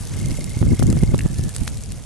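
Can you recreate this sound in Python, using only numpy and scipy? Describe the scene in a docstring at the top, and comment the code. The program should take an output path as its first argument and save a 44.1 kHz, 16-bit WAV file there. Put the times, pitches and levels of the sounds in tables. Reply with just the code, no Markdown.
"""A gust of wind buffets the microphone, with sharp pops as eddies cross its ports and a few hollow knocks.
Behind it, sleet falls on a snowy road at night: far grains merge into a fine hiss, nearer ones
patter, and pellets crack close by. A small lens motor chirps in quick steps, clicks twice and
whines faintly; the camera body clacks twice."""
import sys
import numpy as np
from scipy import signal
from scipy.io import wavfile
from scipy.ndimage import uniform_filter1d, map_coordinates

SR = 44100
rng = np.random.default_rng(int(sys.argv[2]) if len(sys.argv) > 2 else 0)


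def unload_wav(signal):
    """Save mono or channel-first audio to the path in sys.argv[1] as 16-bit WAV at rate SR, clipped to [-1, 1]."""
    wavfile.write(
        sys.argv[1],
        SR,
        np.round(np.clip(np.atleast_2d(signal).T, -1, 1) * 32767).astype(np.int16),
    )


N = 90404
T = np.arange(N) / SR

# how hard the sleet falls: time_s, level_db
SLEET_LEVEL = [(0.0, -39), (0.32, -39.5), (1.27, -42.5), (1.58, -40), (1.87, -44.5), (2.05, -45)]
# tone of the far sleet: frequency_hz, density_db
HISS_SPECTRUM = [(500, 9.5), (1100, 1), (2500, 0), (4500, -2.5), (6200, 1), (7700, 1), (10100, -1),
                 (11500, -29), (13000, -51)]
# close ice strikes: start_s, level_db, pitch_hz, left_over_right_db
PELLET_HITS = [(0.1397, -33, 3900, 3), (.2586, -27.5, 7800, -7), (0.3727, -29, 7150, 7),
               (0.4424, -23, 8100, -3), (0.5901, -29.5, 7200, 6), (0.7925, -21.5, 6900, 1),
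               (0.799, -22.5, 10300, -2), (0.8286, -21, 8360, 15), (0.835, -27, 7800, 13),
               (0.868, -26, 7600, 22), (0.9018, -22, 6500, 7), (0.9266, -24.5, 7700, -3),
               (0.9892, -30.5, 5240, 0), (1.0345, -22, 7000, 7), (1.1795, -27, 6100, 1),
               (1.1893, -25.5, 4500, -1), (1.1927, -26, 8000, 4), (1.3855, -27, 7400, -1),
               (1.438, -26.5, 7860, 2), (1.492, -27.5, 8600, 7), (1.548, -25.5, 7000, 7),
               (1.5631, -21.5, 7700, 3), (1.6743, -32, 9900, 0), (1.6781, -19.5, 6100, 2),
               (1.824, -35, 7400, 5), (1.8365, -28.5, 6100, -3), (1.9134, -35.5, 6100, -9),
               (1.9203, -25, 6850, 4)]
# bursts of focus steps: start_s, end_s, level_db
FOCUS_BURSTS = [(0.138, .19, -39), (0.207, .42, -37), (.4735, .62, -37.5), (0.673, .82, -38),
                (0.872, .92, -38.5), (0.9725, 1.12, -37.5)]
# long, smooth motor moves: start_s, end_s, level_db
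WHINE_RUNS = [(1.21, 1.315, -51), (1.353, 1.51, -54.5)]
# the lens drive engaging: start_s, level_db, left_over_right_db
CLICK_HITS = [(1.1909, -19, 1.5), (1.2068, -21, -5)]
# ring of the lens barrel: pitch_hz, level_db, t60_s
BARREL_MODES = [(1740, 0.5, 0.0064), (2180, -0.5, 0.0058), (2743, -4.5, 0.014)]
# taps on the camera body: start_s, level_db, favoured_pitch_hz, left_over_right_db
CLACK_HITS = [(1.5636, -14.5, 7100, -8), (1.6771, -14.5, 1570, 1.5)]
# ring of the camera body: pitch_hz, level_db, t60_s
BODY_MODES = [(1480, 0, .006), (1880, -3, .007), (2230, -2, .006), (2900, -7, .006), (5600, -4, .007),
              (7950, 0, .007), (9700, -4, .007)]
# soft blows at the microphone: start_s, level_db, left_over_right_db
KNOCK_HITS = [(0.3862, -23.5, 22), (.823, -17, -17), (1.026, -29.5, 14), (1.1416, -19, -17)]
# eddies crossing a port: centre_s, level_db, left_over_right_db, width_s
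EDDIES = [(0.571, -3, -17, 0.0019), (0.6163, 4.5, -10, 0.0021), (0.6278, -3, -15, 0.0012),
          (0.6692, 2.5, -18, 0.0022), (.708, -21, 12, 0.0065), (0.721, 2.5, 11, 0.002),
          (0.7335, 3.5, 0, 0.0022), (0.7973, 2.5, 18, 0.0015), (.819, 1.5, 13, 0.003),
          (0.8254, 3.5, -28, 0.0011), (0.9012, -12.5, 15, 0.0013), (0.9288, 1.5, -12, 0.0017),
          (0.9699, -4.5, -23, 0.0013), (1.03, 6.5, -16, 0.0019), (1.0354, 9.5, 4, 0.0018),
          (1.092, 0.5, -30, 0.0024), (1.1398, 4, 15, 0.0017), (1.1454, 3.5, -22, 0.00072),
          (1.252, 0.5, 27, .0027), (1.2606, 3.5, -23, 0.0017), (1.394, -3, 1, 0.0023),
          (1.619, 1, -25, 0.0032)]
# swell of the gust: time_s, level_db
GUST_LEVEL = [(0, -25), (.02, -32), (.08, -34), (.12, -27), (.145, -31), (.21, -26), (.31, -24), (.36, -33),
              (.385, -27), (.43, -31), (.555, -32), (.57, -25), (.585, -31), (.605, -31), (.62, -19),
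              (.695, -19), (.735, -15), (.755, -30), (.79, -32), (.805, -21), (.83, -17), (.895, -17),
              (.945, -22), (.965, -20), (1.01, -25), (1.035, -18), (1.06, -26), (1.11, -23), (1.145, -18),
              (1.165, -24), (1.225, -27), (1.255, -19), (1.28, -37), (1.315, -26), (1.36, -32),
              (1.395, -23), (1.42, -27), (1.475, -26), (1.495, -35), (1.545, -36), (1.625, -26),
              (1.65, -32), (1.78, -30), (1.85, -38), (1.91, -32), (2.05, -40)]
# tone of the wind: frequency_hz, density_db
WIND_SPECTRUM = [(20, -4), (45, 2.5), (75, 0.5), (103, 5), (140, 0.5), (200, -7), (310, -14.5),
                 (450, -37.5), (750, -101), (1500, -78)]


def from_db(db):
    """Decibels to gain."""
    return 10 ** (np.asarray(db) / 20)


def rms_one(x):
    """Scale to unit power."""
    return x / np.sqrt(np.mean(x ** 2) + 1e-20)


def in_time(rows):
    """A control curve at every sample."""
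    return np.interp(T, *np.transpose(rows))


def panned(pan_db):
    """Left and right gains of equal total power."""
    gains = from_db(np.array([[.5], [-.5]]) * pan_db)
    return gains / np.sqrt(np.mean(gains ** 2, axis=0))


def filtered(x, hz, kind, order=2):
    """Butterworth filter."""
    sos = signal.butter(order, np.clip(hz, 10, .45 * SR), kind, fs=SR, output="sos")
    return signal.sosfilt(sos, x + 1e-18)


def drift(rate_hz):
    """A slow random wobble of unit power."""
    pole = np.exp(-80 * np.pi * rate_hz / SR)
    slow = signal.lfilter([1], [1, -2 * pole, pole * pole], rng.standard_normal(N // 40 + 2002))[2000:]
    return np.interp(np.arange(N) / 40, np.arange(len(slow)), rms_one(slow))


def resonance(x, hz, width_hz):
    """A two-pole resonance with gain 1 at its peak."""
    r = np.exp(-np.pi * width_hz / SR)
    feedback = [1, -2 * r * np.cos(2 * np.pi * hz / SR), r * r]
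    return signal.lfilter(np.array([1, 0, -1]) * (1 - r * r) / 2, feedback, x + 1e-18)


def ring(x, hz, t60):
    """A unit click sets a sine of height 1 ringing."""
    r, w = np.exp(-np.log(1000) / (t60 * SR)), 2 * np.pi * hz / SR
    return signal.lfilter([0, np.sin(w)], [1, -2 * r * np.cos(w), r * r], x + 1e-18)


def add(out, s, sound):
    """Mix a short sound in at a time."""
    i = max(int(s * SR), 0)
    out[:, i:i + sound.shape[-1]] += sound[..., :N - i]


def noise_bands(spectrum, likeness, edges):
    """Stereo noise as a list of (centre_hz, band), together of unit power."""
    white, bands = rng.standard_normal((2, 2, N + SR // 4)), []
    points_hz, points_db = np.transpose(spectrum)
    for k, (low, high) in enumerate(zip(edges, edges[1:])):
        mid, side = filtered(white[k % 2], [low, high], "band")[:, -N:]
        hz = np.sqrt(low * high)
        gain = from_db(np.interp(np.log(hz), np.log(points_hz), points_db))
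        stereo = np.sqrt(1 + likeness) * mid + np.sqrt(1 - likeness) * side * [[1], [-1]]
        bands.append((hz, gain * stereo))
    total = np.std(sum(band for hz, band in bands))
    return [(hz, band / total) for hz, band in bands]


def sleet_hiss():
    """Countless far grains merge into a hiss whose bands flicker separately."""
    bands = noise_bands(HISS_SPECTRUM, likeness=.88, edges=np.geomspace(400, 14000, 17))
    return from_db(-3) * sum(band * from_db(2.5 * drift(rate_hz=28)) for hz, band in bands)


def ice_crunch(count):
    """The fine fracture noise of ice, partly alike left and right."""
    mid, side = rng.choice([-1, 1], (2, count))
    return mid + .5 * side * np.array([[1], [-1]])


def sleet_patter():
    """Nearer grains land at random, each a tiny crunch with its own size, pitch and side."""
    grains_per_s, grain_s, spread_db, grain_q = 650, .00044, 7, .24
    sizes = from_db(spread_db * np.minimum(rng.exponential(1, N), 2.6))
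    lands = rng.random(N) < grains_per_s / SR
    power = (sizes * lands * panned(13 * rng.standard_normal(N))) ** 2
    pitches_hz = np.geomspace(3430, 9600, 6)
    pitch_index = rng.integers(0, len(pitches_hz), N)
    out, pole = 0, np.exp(-2 / (grain_s * SR))
    for k, hz in enumerate(pitches_hz):
        # each landing swells and dies away
        swell = signal.lfilter([1], [1, -2 * pole, pole * pole], power * (pitch_index == k) + 1e-18)
        out += resonance(np.sqrt(swell) * ice_crunch(N), hz, hz / grain_q)
    return from_db(-1) * rms_one(filtered(out, 710, "high"))


def ice_pellets():
    """A pellet shatters in a short crack and its fragments scatter."""
    attack_s, crack_s, scatter_s = .00018, .00048, .0031
    out, t = np.zeros((2, N)), np.arange(SR // 40) / SR
    decay = np.exp(-t / crack_s) + from_db(-18) * np.exp(-t / scatter_s)
    envelope = (1 - np.exp(-t / attack_s)) * decay
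    envelope_rms = np.sqrt(np.mean(envelope ** 2))
    for s, db, hz, pan_db in PELLET_HITS:
        crack = resonance(ice_crunch(len(t)) * envelope, hz, width_hz=6200)
        add(out, s, from_db(db + 8) * panned(pan_db) * rms_one(crack) * envelope_rms)
    return out


def lens_motor():
    """Each focus step is a chirp that spins up and dies; longer moves give a thin, rough whine."""
    steps_per_s, start_hz, top_hz, whine_hz = 30, 1870, 2136, 1740
    glide_s, attack_s, decay_s, fade_s = .00071, .0028, .0062, .0033
    out, t = np.zeros((2, N)), np.arange(SR // 25) / SR
    hz = top_hz + (start_hz - top_hz) * np.exp(-t / glide_s)
    envelope = np.minimum(t / attack_s, np.exp(-(t - attack_s) / decay_s))
    for start, end, db in FOCUS_BURSTS:
        for s in np.arange(start, end, 1 / steps_per_s):
            gain, detune = from_db(db + rng.normal(0, 1)), rng.normal(1, .0078)
            add(out, s, gain * envelope * np.sin(2 * np.pi * np.cumsum(hz * detune) / SR))
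    whine = np.sin(2 * np.pi * whine_hz * T) * (1 + .97 * drift(rate_hz=52))
    for start, end, db in WHINE_RUNS:
        out += from_db(db) * whine * np.clip(np.minimum(T - start, end - T) / fade_s, 0, 1)
    return out


def lens_clicks():
    """The drive clicks as it starts a long move, ringing the lens barrel's close-set modes."""
    out, tap = np.zeros((2, N)), signal.unit_impulse(SR // 20)
    barrel = sum((-1) ** k * from_db(db) * ring(tap, hz, t60)
                 for k, (hz, db, t60) in enumerate(BARREL_MODES))
    click = filtered(barrel, [1500, 3100], "band")
    for s, db, pan_db in CLICK_HITS:
        add(out, s, from_db(db) * panned(pan_db) * click)
    return out


def body_clacks():
    """Brief rough contacts ring the camera body; each spot favours the modes near one pitch."""
    contact_s, fall_db_per_octave = .00022, 7.5
    out, t = np.zeros((2, N)), np.arange(SR // 20) / SR
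    for s, db, favoured_hz, pan_db in CLACK_HITS:
        grit = rng.standard_normal(len(t)) * np.exp(-t / contact_s)
        contact = (t == 0) + .3 * grit / np.linalg.norm(grit)
        clack = 0
        for hz, mode_db, t60 in BODY_MODES:
            octaves_off = abs(np.log2(hz / favoured_hz))
            clack += from_db(mode_db - fall_db_per_octave * octaves_off) * ring(contact, hz, t60)
        add(out, s, from_db(db - 3) * panned(pan_db) * clack)
    return out


def hollow_knocks():
    """A soft blow swells and dies within a few cycles of one hollow tone."""
    pitch_hz, swell_s = 542, .0016
    out, t = np.zeros((2, N)), np.arange(SR // 30) / SR
    knock = t / swell_s * np.exp(1 - t / swell_s) * np.sin(2 * np.pi * pitch_hz * t)
    for s, db, pan_db in KNOCK_HITS:
        add(out, s, from_db(db) * panned(pan_db) * knock)
    return out


def eddy_pops():
    """Each eddy is a pointed dip of pressure with a broad rebound; the narrow ones tear at the tip."""
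    typical_width_s, typical_tip_s = .0011, .00008
    out, t = np.zeros((2, N)), np.arange(-SR // 50, SR // 50) / SR
    for s, db, pan_db, width_s in EDDIES:
        bluntness = (width_s / typical_width_s) ** 2
        dip = np.exp(-np.hypot(t, typical_tip_s * bluntness) / width_s)
        rebound = np.exp(-(t / (2.57 * width_s)) ** 2)
        rebound *= dip.sum() / rebound.sum()  # gives back what the dip takes
        rasp = rms_one(filtered(rng.standard_normal(len(t)), 1270, "low"))
        tear = .18 / (1 + bluntness ** 2) * rasp
        add(out, s + t[0], from_db(db) * panned(pan_db) * (rebound - dip * (1 + tear)))
    return out


def wind_buffet():
    """Lumpy turbulence, different at each port, that rides the gust and brightens as it grows."""
    bright_above_hz, rumble_below_hz, lumps_per_s, leveller_s = 230, 90, 16.3, .035
    gust_db, turbulence = in_time(GUST_LEVEL), 0
    for hz, band in noise_bands(WIND_SPECTRUM, likeness=0, edges=np.geomspace(18, 1800, 18)):
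        # the top grows faster than the gust, the deep rumble slower
        tilt = .36 * (hz > bright_above_hz) - .18 * (hz < rumble_below_hz)
        turbulence += band * from_db(tilt * (gust_db - gust_db.mean()))
    power = uniform_filter1d(turbulence ** 2, int(leveller_s * SR), axis=-1)
    flutter = turbulence / np.sqrt(power + 1e-6)  # steady level, fast flutter kept
    lumps_db = 1.5 * np.clip([drift(lumps_per_s), drift(lumps_per_s)], -2, 2)
    lumps = filtered(rms_one(from_db(lumps_db)), 2 * lumps_per_s, "low")
    return flutter * lumps * from_db(gust_db + 4.5) * panned(-1.5)


def scene():
    """A bed of sleet, wind up front and small camera noises; the right channel lags by a hair."""
    right_lag_s = .000013
    sleet = (sleet_hiss() + sleet_patter()) * from_db(in_time(SLEET_LEVEL)) * panned(.4)
    wind = wind_buffet() + eddy_pops() + hollow_knocks()
    left, right = sleet + wind + ice_pellets() + body_clacks() + lens_clicks() + lens_motor()
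    late_right = map_coordinates(right, [np.arange(N) - right_lag_s * SR], order=3, mode="nearest")
    return np.array([left, late_right])


def record(dry):
    """Soft clipping rounds off the strongest buffets, and a steep low-pass cuts the top."""
    cutoff_hz = 11500
    rounded = dry / (1 + dry ** 4) ** .25
    return signal.sosfilt(signal.butter(14, cutoff_hz, fs=SR, output="sos"), rounded)


dry = scene()
out = record(dry)
unload_wav(out)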